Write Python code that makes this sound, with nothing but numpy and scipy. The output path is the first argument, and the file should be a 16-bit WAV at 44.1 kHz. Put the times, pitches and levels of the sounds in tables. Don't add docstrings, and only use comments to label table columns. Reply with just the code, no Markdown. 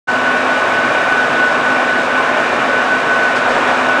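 import sys
import numpy as np
from scipy import signal
from scipy.fft import rfft, irfft
from scipy.io import wavfile
from scipy.ndimage import uniform_filter1d

SR = 44100
rng = np.random.default_rng(int(sys.argv[2]) if len(sys.argv) > 2 else 0)


def wrap_up_sound(samples):
    columns = np.atleast_2d(samples).T
    tamed = np.clip(columns, -1, 1)
    steps = np.round(tamed * 32767).astype(np.int16)
    wavfile.write(sys.argv[1], SR, steps)


N = 176400
TIME = np.arange(N) / SR

# time in seconds, level in dB.
ROAR_ENVELOPE = [(.1, -16), (.5, -15), (1.2, -15), (2.05, -15.5), (2.55, -14.5), (3.2, -16), (3.5, -14.5),
                 (3.75, -14), (4, -15.3)]
# frequency in Hz, relative level in dB.
PULP_SPECTRUM = [(500, -21), (2500, -1), (4500, 0.5), (6500, -4), (8000, -8), (9900, -14.5), (10250, -36),
                 (11800, -35.5), (13200, -26), (14700, -26), (15300, -47.5)]


def roar():
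    # frequency in Hz, relative level in dB.
    roar_spectrum = [(20, -33.5), (50, -33.5), (80, -23), (110, -14.5), (200, -13), (240, -6), (300, -7),
                     (420, -5), (620, 1), (760, -1), (880, -3.5), (1050, -2), (1300, -3), (1500, -1.5),
                     (1750, -4.5), (2050, -10.5), (2250, -10), (2400, -7.5), (2500, -11.5), (2900, -13),
                     (3200, -19), (3800, -19.5), (4300, -34.5), (9000, -57), (16000, -77)]
    lump_db, flutter_db = .81, -.06
    grid = signal.stft(rng.standard_normal(N), nperseg=512, noverlap=384)[2]
    patches = uniform_filter1d(rng.standard_normal(grid.shape), size=8, axis=0)
    patches = unit(uniform_filter1d(patches, size=10, axis=1))
    lumpy = signal.istft(grid * amp(lump_db * patches), nperseg=512, noverlap=384)[1][:N]
    return colour(lumpy, roar_spectrum) * amp(curve(ROAR_ENVELOPE) + flutter_db * wander(rate_hz=22))


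def surges():
    # peak time in seconds, length in seconds, centre in Hz, width in Hz, peak level in dB.
    swells = [(2.22, .2, 1065, 25, -22), (3.53, .22, 510, 120, -24), (3.63, .35, 950, 150, -26)]
    out = 0
    for peak_s, length_s, hz, width_hz, db in swells:
        phase = 2 * np.pi * hz * TIME
        band = unit(wander(width_hz) * np.cos(phase) + wander(width_hz) * np.sin(phase))
        out += amp(db) * np.exp(-(2 * (TIME - peak_s) / length_s) ** 2) * band
    return out


def motor():
    # time in seconds, pitch in Hz.
    whine_pitch = [(.1, 1497), (.28, 1489), (.65, 1489), (.77, 1498), (1, 1497), (1.45, 1487), (1.9, 1494),
                   (2.22, 1496), (2.6, 1490), (2.9, 1502), (3.3, 1498), (3.46, 1487), (4, 1491)]
    # time in seconds, level in dB.
    whine_envelope = [(.1, -18.5), (.19, -22), (.28, -17.5), (.42, -22), (.58, -18), (.68, -24), (.81, -16),
                      (.9, -25), (.99, -16), (1.07, -24), (1.12, -16), (1.21, -13.5), (1.3, -23),
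                      (1.41, -14), (1.64, -21), (1.7, -14), (1.8, -22), (1.98, -16.5), (2.08, -26),
                      (2.18, -13.5), (2.25, -28), (2.36, -18), (2.5, -28), (2.68, -24), (2.78, -17),
                      (2.86, -25), (2.92, -14), (3.05, -23), (3.11, -13), (3.18, -19), (3.23, -13.5),
                      (3.43, -24), (3.82, -25), (3.89, -14.5), (4, -21)]
    # frequency in Hz, level in dB, width in Hz.
    hum_tones = [(29, -58, 3), (239, -37, 6), (257, -31.5, 1.5), (469, -39, 3), (667, -34, 3),
                 (738, -37, 20), (1077, -32.5, 4), (1111, -32.5, 6), (2400, -44, 25), (7867, -64, 4),
                 (14508, -73, 20)]
    whine = amp(curve(whine_envelope)) * tone(curve(whine_pitch), width_hz=25, rough=.2)
    hum = sum(amp(db) * tone(hz, width_hz, rough=.4) for hz, db, width_hz in hum_tones)
    return whine + hum


def pulp_hiss():
    shaft_hz, pulse_depth, hiss_db = 31.6, .04, -35.5
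    pulses = sum(np.cos(2 * np.pi * (k * shaft_hz * TIME + rng.random())) for k in range(1, 5))
    hiss = colour(rng.standard_normal(N), PULP_SPECTRUM) * (1 + pulse_depth * pulses)
    roar_db = curve(ROAR_ENVELOPE)
    follow_db = .6 * (roar_db - roar_db.mean())
    flicker_db = .52 * wander(rate_hz=9.8)
    return hiss * amp(hiss_db + follow_db + flicker_db)


def swishes():
    # start in seconds, level in dB.
    strokes = [(3.358, -28.5), (3.49, -35), (3.67, -33)]
    # frequency in Hz, relative level in dB.
    swish_spectrum = [(800, -15), (2500, 0), (4500, 0), (6500, -7), (9900, -19), (10250, -37), (14700, -35),
                      (15300, -50)]
    rise_s, decay_s = .005, .045
    envelope = 0
    for start_s, db in strokes:
        age = np.maximum(TIME - start_s, 0)
        envelope += amp(db) * np.minimum(age / rise_s, 1) * np.exp(-age / decay_s)
    return envelope * colour(rng.standard_normal(N), swish_spectrum)


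def spatter():
    drops_per_s, spread_db, level_db = 900, 4, -45
    clicks = (rng.random(N) < drops_per_s / SR) * rng.choice([-1, 1], N)
    sizes = amp(spread_db * np.minimum(rng.exponential(1, N), 4))
    return amp(level_db) * colour(room(clicks * sizes), PULP_SPECTRUM)


def room(x):
    t60_s, tail_db = .31, -6.5
    t = TIME[:SR // 2]
    tail = unit(rng.standard_normal(len(t)) * amp(-60 * t / t60_s)) / np.sqrt(len(t))
    return x + amp(tail_db) * signal.fftconvolve(x, tail)[:N]


def amp(db):
    return 10 ** (np.asarray(db) / 20)


def unit(x):
    return x / np.sqrt(np.mean(abs(x) ** 2) + 1e-20)


def curve(rows):
    return np.interp(TIME, *np.transpose(rows))


def colour(x, points):
    hz, db = np.transpose(points)
    f = np.fft.rfftfreq(N, 1 / SR)
    gain = amp(np.interp(np.log(f + 1), np.log(hz), db))
    return unit(irfft(rfft(x) * gain, N))


def wander(rate_hz):
    f = np.fft.rfftfreq(N, 1 / SR)
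    return unit(irfft(rfft(rng.standard_normal(N)) * (f > 0) / (1 + (f / rate_hz) ** 2), N))


def tone(hz, width_hz, rough):
    turns = np.cumsum(hz * np.ones(N)) / SR + rng.random()
    swing = 1 + rough * (wander(width_hz) + 1j * wander(width_hz))
    return unit((swing * np.exp(2j * np.pi * turns)).real)


def scene():
    return (motor() + roar() + surges() + pulp_hiss() + spatter() + swishes())[None]


def record(dry):
    start_s, fade_s = .072, .018
    top, bottom, hardness = .63, .92, 7
    cutoff_hz = 15400
    faded = dry * np.clip((TIME - start_s) / fade_s, 0, 1)
    ceiling = np.where(faded > 0, top, bottom)
    clipped = faded / (1 + abs(faded / ceiling) ** hardness) ** (1 / hardness)
    lowpass = signal.firwin(511, cutoff_hz, window=("kaiser", 9), fs=SR)
    return signal.oaconvolve(clipped, lowpass[None], "same")


dry = scene()
out = record(dry)
wrap_up_sound(out)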